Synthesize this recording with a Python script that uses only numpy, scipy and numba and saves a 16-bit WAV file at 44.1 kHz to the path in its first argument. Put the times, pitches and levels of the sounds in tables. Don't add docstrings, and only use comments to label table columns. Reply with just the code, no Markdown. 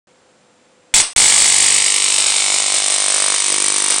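import sys
import numpy as np
from scipy import signal
from scipy.fft import rfft, irfft
from scipy.io import wavfile
from scipy.ndimage import uniform_filter1d
from numba import njit

SR = 44100
rng = np.random.default_rng(int(sys.argv[2]) if len(sys.argv) > 2 else 0)


def dump_mix(stems):
    frames = np.atleast_2d(stems).T
    limited = np.clip(frames, -1, 1)
    pcm = np.round(limited * 32767).astype(np.int16)
    wavfile.write(sys.argv[1], SR, pcm)


N = 176400
MAINS_HZ = 50
TIME, CYCLE_STARTS = np.arange(N) / SR, np.arange(0, N / SR, 1 / MAINS_HZ)


def undb(db):
    return 10 ** (np.asarray(db) / 20)

def unit(x):
    return x / np.sqrt(np.mean(x ** 2))

def curve(table, column=1):
    rows = np.array(table, float)
    return np.interp(TIME, rows[:, 0], rows[:, column])

def convolve(x, response):
    return signal.oaconvolve(x, response)[:N]

def colour(x, points, size=1024):
    hz, db = np.array(points, float).T
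    bins = np.maximum(np.fft.rfftfreq(size, 1 / SR), 1)
    cepstrum = irfft(np.log(undb(np.interp(np.log(bins), np.log(hz), db))))
    cepstrum[1:size // 2] *= 2
    cepstrum[size // 2 + 1:] = 0
    return convolve(x, irfft(np.exp(rfft(cepstrum))))

def butter(x, hz, kind, order=2):
    return signal.sosfilt(signal.butter(order, hz, kind, fs=SR, output="sos"), x)

def steep_lowpass(x, hz):
    return signal.sosfilt(signal.ellip(10, .2, 70, hz, fs=SR, output="sos"), x)

@njit
def resonator(x, hz, width_hz):
    y, band, low = np.empty(len(x)), 0., 0.
    for i in range(len(x)):
        g, damping = np.tan(np.pi * hz[i] / SR), width_hz / hz[i]
        v = (band + g * (x[i] - low)) / (1 + g * (g + damping))
        band, low = 2 * v - band, low + 2 * g * v
        y[i] = damping * v
    return y

def resonance(x, hz, width_hz):
    return resonator(x, hz * np.ones(N), float(width_hz))

def bandwidth(t60_s):
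    return np.log(1000) / np.pi / t60_s

def sines(partials):
    return sum(undb(db) * np.sin(2 * np.pi * hz * TIME) for hz, db in partials)

def clicks(times, sizes, taps=8):
    out, at = np.zeros(N), np.asarray(times)[:, None] * SR
    index = at.astype(int) + np.arange(1 - taps, taps + 1)
    pulse = np.sinc(index - at) * np.sinc((index - at) / taps) * (index < N)
    np.add.at(out, np.clip(index, 0, N - 1), pulse * sizes[:, None])
    return out

def reflections(x, decay_s, onset_s, size, places):
    age, place, out = np.arange(size) / SR, np.linspace(0, places - 1, N), 0
    envelope = np.exp(-age / decay_s) * (1 - np.exp(-(age / onset_s) ** 2))
    for k, noise in enumerate(rng.standard_normal((places, size))):
        echoes = noise * envelope
        share = np.cos(np.pi / 2 * np.minimum(abs(place - k), 1))
        out = out + convolve(x * share, echoes / np.linalg.norm(echoes))
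    return out


# f/Hz, relative level/dB
HISS = [(18, -37), (30, -29), (62, -14), (140, -15.5), (195, -11.5), (420, -15), (498, -14.5), (752, -16),
        (1220, -19.5), (5480, -28.5), (7330, -28.5), (9800, -31.5), (12700, -79), (21600, -120)]
# f/Hz, bandwidth/Hz, level/dB
HUM_BANDS = [(537, 12, -64)]
# f/Hz, level/dB
STEADY_TONES = [(500, -58), (7450, -67.5)]

def background():
    hum = sum(undb(db) * unit(resonance(rng.standard_normal(N), hz, width)) for hz, width, db in HUM_BANDS)
    hiss = undb(-54) * unit(colour(rng.standard_normal(N), HISS))
    return hiss + hum + sines(STEADY_TONES)

# start t/s, end t/s
SPELLS = [(.941, 1.02), (1.163, 4.1)]

def sparking(t):
    return sum(1. * ((t > on) & (t < off)) for on, off in SPELLS)

def powered():
    return uniform_filter1d(sparking(TIME), size=100)

# t/s, level/dB
CORE_LEVEL = [(1.2, -34.5), (1.48, -32), (1.56, -31), (1.78, -26), (1.9, -42), (2.2, -37), (2.7, -33),
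              (3.0, -33), (4.0, -59)]
# f/Hz, relative level/dB
CORE_PARTIALS = [(100, 0), (200, -6)]

def transformer():
    return powered() * undb(curve(CORE_LEVEL)) * sines(CORE_PARTIALS)

# centre t/ms, half length/ms, level/dB
CORONA_BURSTS = [(4.3, 3.05, -1), (16.5, 4.9, -7.5)]
# f/Hz, relative level/dB
FIZZ = [(1500, -39), (4000, -10), (6500, -5), (7700, 3.5), (9000, -25), (10000, -5.5)]

def corona(scatter_db=1.5):
    gate = 0
    for centre_ms, half_ms, db in CORONA_BURSTS:
        turns = (TIME - centre_ms / 1000) * MAINS_HZ + 1.5
        away_ms = (turns % 1 - .5) * 1000 / MAINS_HZ
        strength = undb(db + scatter_db * rng.standard_normal(N // 100))[turns.astype(int)]
        gate = gate + strength * np.exp(-(away_ms / half_ms) ** 4)
    return powered() * gate * unit(colour(rng.standard_normal(N), FIZZ))

# f/Hz, gain/dB
ROOM_COLOUR = [(60, -25), (250, -4), (500, 5), (800, 9), (1050, 11), (1450, 7), (2300, 12), (3700, 12),
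               (5000, 14.5), (6500, 10.5), (7200, 3.5), (7900, 18.5), (8800, 18), (9800, 7)]

def room(x, t60_s=.29):
    return reflections(colour(x, ROOM_COLOUR), t60_s / np.log(1000), onset_s=.0059, size=14000, places=9)

# t/s, f/Hz, gain/dB
MID_BAND = [(1.2, 1350, 0.5), (1.65, 1430, -8), (2.0, 1560, -7), (2.3, 1830, -4.5), (2.85, 1420, -3.5),
            (3.1, 1490, -1.5), (3.35, 1480, -1.5), (3.5, 1450, -2.5), (4.0, 1660, -1.5)]
TREBLE_BAND = [(1.3, 6500, -0.5), (1.8, 5840, 0), (2.15, 6940, -2), (2.6, 6900, 6), (3.0, 7250, -12),
               (3.35, 7500, -7.5), (4.0, 6500, -12)]

def moving_dips(x):
    for band, width_hz in ((MID_BAND, 480), (TREBLE_BAND, 390)):
        x = x - (1 - undb(curve(band, 2))) * resonance(x, curve(band), width_hz)
    return x

# f/Hz, gain/dB, T60/s, loudest t/s, fall/(dB/s)
MODES = [(350, 9, .06, 2.2, 5), (480, 15, .025, 1.9, 8), (870, 12, .016, 1.9, 12), (952, 16, .055, 3.85, 5),
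         (1130, 13, .012, 3.85, 20), (2090, 24, .022, 1.8, 12), (2380, 22, .02, 1.85, 12),
         (2680, 20, .008, 2.15, 18), (2950, 23, .01, 1.95, 9), (3050, 16, .04, 2.9, 6),
         (3900, 22, .006, 2.3, 14), (4340, 20, .04, 1.45, 12)]

def rig_modes(cracks):
    return sum(undb(db - fall * abs(TIME - at)) * resonance(cracks, hz, bandwidth(t60))
               for hz, db, t60, at, fall in MODES)

# t/s, f/Hz, gain/dB
METAL_LOW = [(1.2, 2230, 21), (1.9, 2220, 22), (2.2, 2290, 16), (2.42, 2250, 30), (2.7, 2200, 21),
             (3.0, 2200, 17), (3.3, 2240, 23), (3.6, 2290, 24), (4.0, 2270, 22)]
METAL_HIGH = [(1.2, 3450, 20), (1.7, 3430, 20), (1.95, 3650, 15), (2.3, 3620, 28), (2.6, 3570, 24),
              (2.85, 3520, 25), (3.05, 3560, 20), (3.3, 3610, 25), (3.6, 3590, 21), (4.0, 3610, 22)]

def metal(cracks, t60_s=.026):
    return sum(resonance(cracks, curve(tone), bandwidth(t60_s)) * undb(curve(tone, 2))
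               for tone in (METAL_LOW, METAL_HIGH))

# t/s, f/Hz, gain/dB
HOLLOW = [(1.5, 915, 12), (2.1, 990, 1), (2.5, 750, 19), (2.9, 715, 19.5), (3.28, 640, 19.5),
          (3.41, 433, 6.5), (3.52, 354, 21), (4.0, 370, 16)]

def hollow(cracks):
    return resonance(cracks, curve(HOLLOW), width_hz=164) * undb(curve(HOLLOW, 2))

# t/s, gain/dB
SNAP_GAIN = [(1.0, -33), (2.3, -3), (2.55, 15.5), (2.95, 8), (3.1, 15.5), (3.33, 21), (3.43, -15), (3.7, 0),
             (4.0, 12)]

def snap(cracks):
    return resonance(cracks, 1330, width_hz=960) * undb(curve(SNAP_GAIN))

# t/s, then gain/dB of direct sound, room, low mids, treble
APPROACH = [(1.0, -1, -4, -31, -9), (1.5, -2, 0.5, -11, -1), (2.0, 1, 1.5, 0, -5), (2.4, 1, 2, -0.5, -13),
            (2.8, -1, 1.5, 0.5, -2), (3.25, -3.5, 2, 5.5, 2), (3.42, 1.5, 2, 0.5, -10.5),
            (3.6, -4.5, -0.5, 10.5, 5.5), (4.0, -8, 2, 10.5, 11.5)]

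def approach(direct, reverberant):
    lows = butter(direct, 2130, "low", order=1) * (undb(curve(APPROACH, 3)) - 1)
    treble = butter(direct, 7000, "high", order=1) * (undb(curve(APPROACH, 4)) - 1)
    direct = direct + lows + treble
    short_waves = butter(direct, 6000, "high", order=3)
    scattered = reflections(short_waves, decay_s=.00097, onset_s=.0003, size=256, places=6)
    near = undb(-1.5) * direct + undb(-3) * scattered
    return near * undb(curve(APPROACH)) + reverberant * undb(curve(APPROACH, 2))

# t/s, forward delay/ms, reverse delay/ms
DRIFT = [(1.3, 0, -.8), (1.55, .45, .4), (1.9, .1, -.1), (2.5, -.05, -.1), (3.3, 0, .1), (4.0, 0, .55)]
LOCK_S = 1.52

def ignition(column, wander_ms=.12, jitter_ms=.06, early_ms=1.6):
    drift = np.array(DRIFT)
    early = (CYCLE_STARTS < LOCK_S) * (np.arange(len(CYCLE_STARTS)) % 2)
    wander, jitter = rng.standard_normal((len(CYCLE_STARTS), 2)).T
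    chance_ms = wander_ms * unit(uniform_filter1d(wander, size=6)) + jitter_ms * jitter
    return np.interp(CYCLE_STARTS, drift[:, 0], drift[:, column]) + chance_ms - early_ms * early

def sparks(table, slip_ms, path_ms=0, sputter_ms=1.1):
    out = 0
    for delay_ms, db, jitter_ms, scatter_db in table:
        late, strong = rng.standard_normal((len(CYCLE_STARTS), 2)).T
        spread_ms = np.hypot(jitter_ms, path_ms) + sputter_ms * (CYCLE_STARTS < LOCK_S)
        times = CYCLE_STARTS + (delay_ms + slip_ms + spread_ms * late) / 1000
        out = out + clicks(times, sparking(times) * undb(db + scatter_db * strong))
    return out

# t/s, level/dB
BREAKDOWNS = [(0.9398, 10.5), (1.163, 2)]
# delay/ms, level/dB, jitter/ms, scatter/dB
CRACKS = [(1.35, 3, .03, 1.0)]
RESTRIKES = [(2.9, -10, 0.11, 5), (4.1, -1.5, 0.0593, 2.9), (5.1, -3, 0.1136, 1.12), (6.1, -7, 0.167, 6),
             (7.3, -12, .1, 9)]
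REVERSALS = [(12.4, 0, 0.043, 2), (16.8, -8, 0.099, 1)]
# f/Hz, gain/dB
CRACK_COLOUR = [(60, 7.5), (250, 5), (600, 6.5), (1100, 16.5), (1600, 15), (2300, 4.5), (3000, 15.5),
                (3700, 15), (5000, 14.5), (6500, 17.5), (7800, 1), (8800, 26.5), (9800, 16)]
RESTRIKE_COLOUR = [(60, -37.5), (250, 4), (600, 13.5), (1100, -13), (1600, 12), (2300, 17), (3000, 10.5),
                   (3700, 11.5), (5000, 15.5), (6500, 16.5), (7800, 25), (8800, 24), (9800, 13)]
REVERSE_COLOUR = [(60, -66), (250, -12.5), (600, -6), (1100, 8.5), (1600, 4.5), (2300, 13), (3000, 9.5),
                  (3700, 17), (5000, 13), (6500, 13), (7800, -1), (8800, 24), (9800, -8.5)]
# t/s, gain/dB
REVERSE_GAIN = [(1.5, -1), (2.5, 3.5), (3.2, 2), (4.0, 2)]

def discharge():
    first_s, first_db = np.array(BREAKDOWNS).T
    first = clicks(first_s, undb(first_db))
    forward_ms, reverse_ms = ignition(column=1), ignition(column=2)
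    cracks = sparks(CRACKS, forward_ms) + first
    restrikes, reversals = sparks(RESTRIKES, forward_ms), sparks(REVERSALS, reverse_ms)
    direct = colour(cracks, CRACK_COLOUR) + colour(restrikes, RESTRIKE_COLOUR)
    reverse = colour(reversals, REVERSE_COLOUR) * undb(curve(REVERSE_GAIN))
    ringing = snap(cracks) + hollow(cracks) + rig_modes(cracks) + metal(cracks)
    outward = sparks(CRACKS, forward_ms, path_ms=.1) + first
    reverberant = room(undb(-6.5) * outward + restrikes + undb(-9) * reversals)
    return moving_dips(approach(direct, reverberant) + reverse + ringing)

def scene():
    return (undb(7) * discharge() + corona() + transformer() + background())[None]


def gain_control(x, threshold_db=-17, ratio=8.55, settle_s=.42):
    level_db = 10 * np.log10(np.maximum(uniform_filter1d(x ** 2, size=882), 0) + 1e-12)
    target_db = np.maximum(level_db - threshold_db, 0) * (1 - 1 / ratio)
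    step = 1 / (settle_s * SR)
    return x * undb(-signal.lfilter([step], [1, step - 1], target_db))

def thumps(decay_s=.01):
    ages = [np.maximum(TIME - at, 0) / decay_s for at, _ in BREAKDOWNS]
    return sum(np.exp(-age) * (1 - np.exp(-10 * age)) for age in ages)

def record(dry, band_hz=10000, bass_hz=112, hard_limit=.62, soft_limit=.73):
    x = gain_control(steep_lowpass(dry[0], band_hz))
    overload = butter(1. * (abs(x) > hard_limit), 7.4, "low", order=1)
    rumble = undb(-26) * overload * unit(butter(rng.standard_normal(N), 82, "low"))
    thuds = butter(rumble + undb(-20) * thumps(), 5.5, "high", order=1)
    bass = butter(butter(x, bass_hz, "low"), bass_hz, "low")
    x = steep_lowpass(np.clip(x, -hard_limit, hard_limit), band_hz)
    x = x / (1 + (x / soft_limit) ** 8) ** (1 / 8)
    x = butter(butter(x, bass_hz, "high"), bass_hz, "high") + undb(-12.5) * bass + thuds
    audible = (TIME > .071) & ~((TIME > 1.134) & (TIME < 1.161))
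    return steep_lowpass(x * audible, 16000)[None]


dry = scene()
out = record(dry)
dump_mix(out)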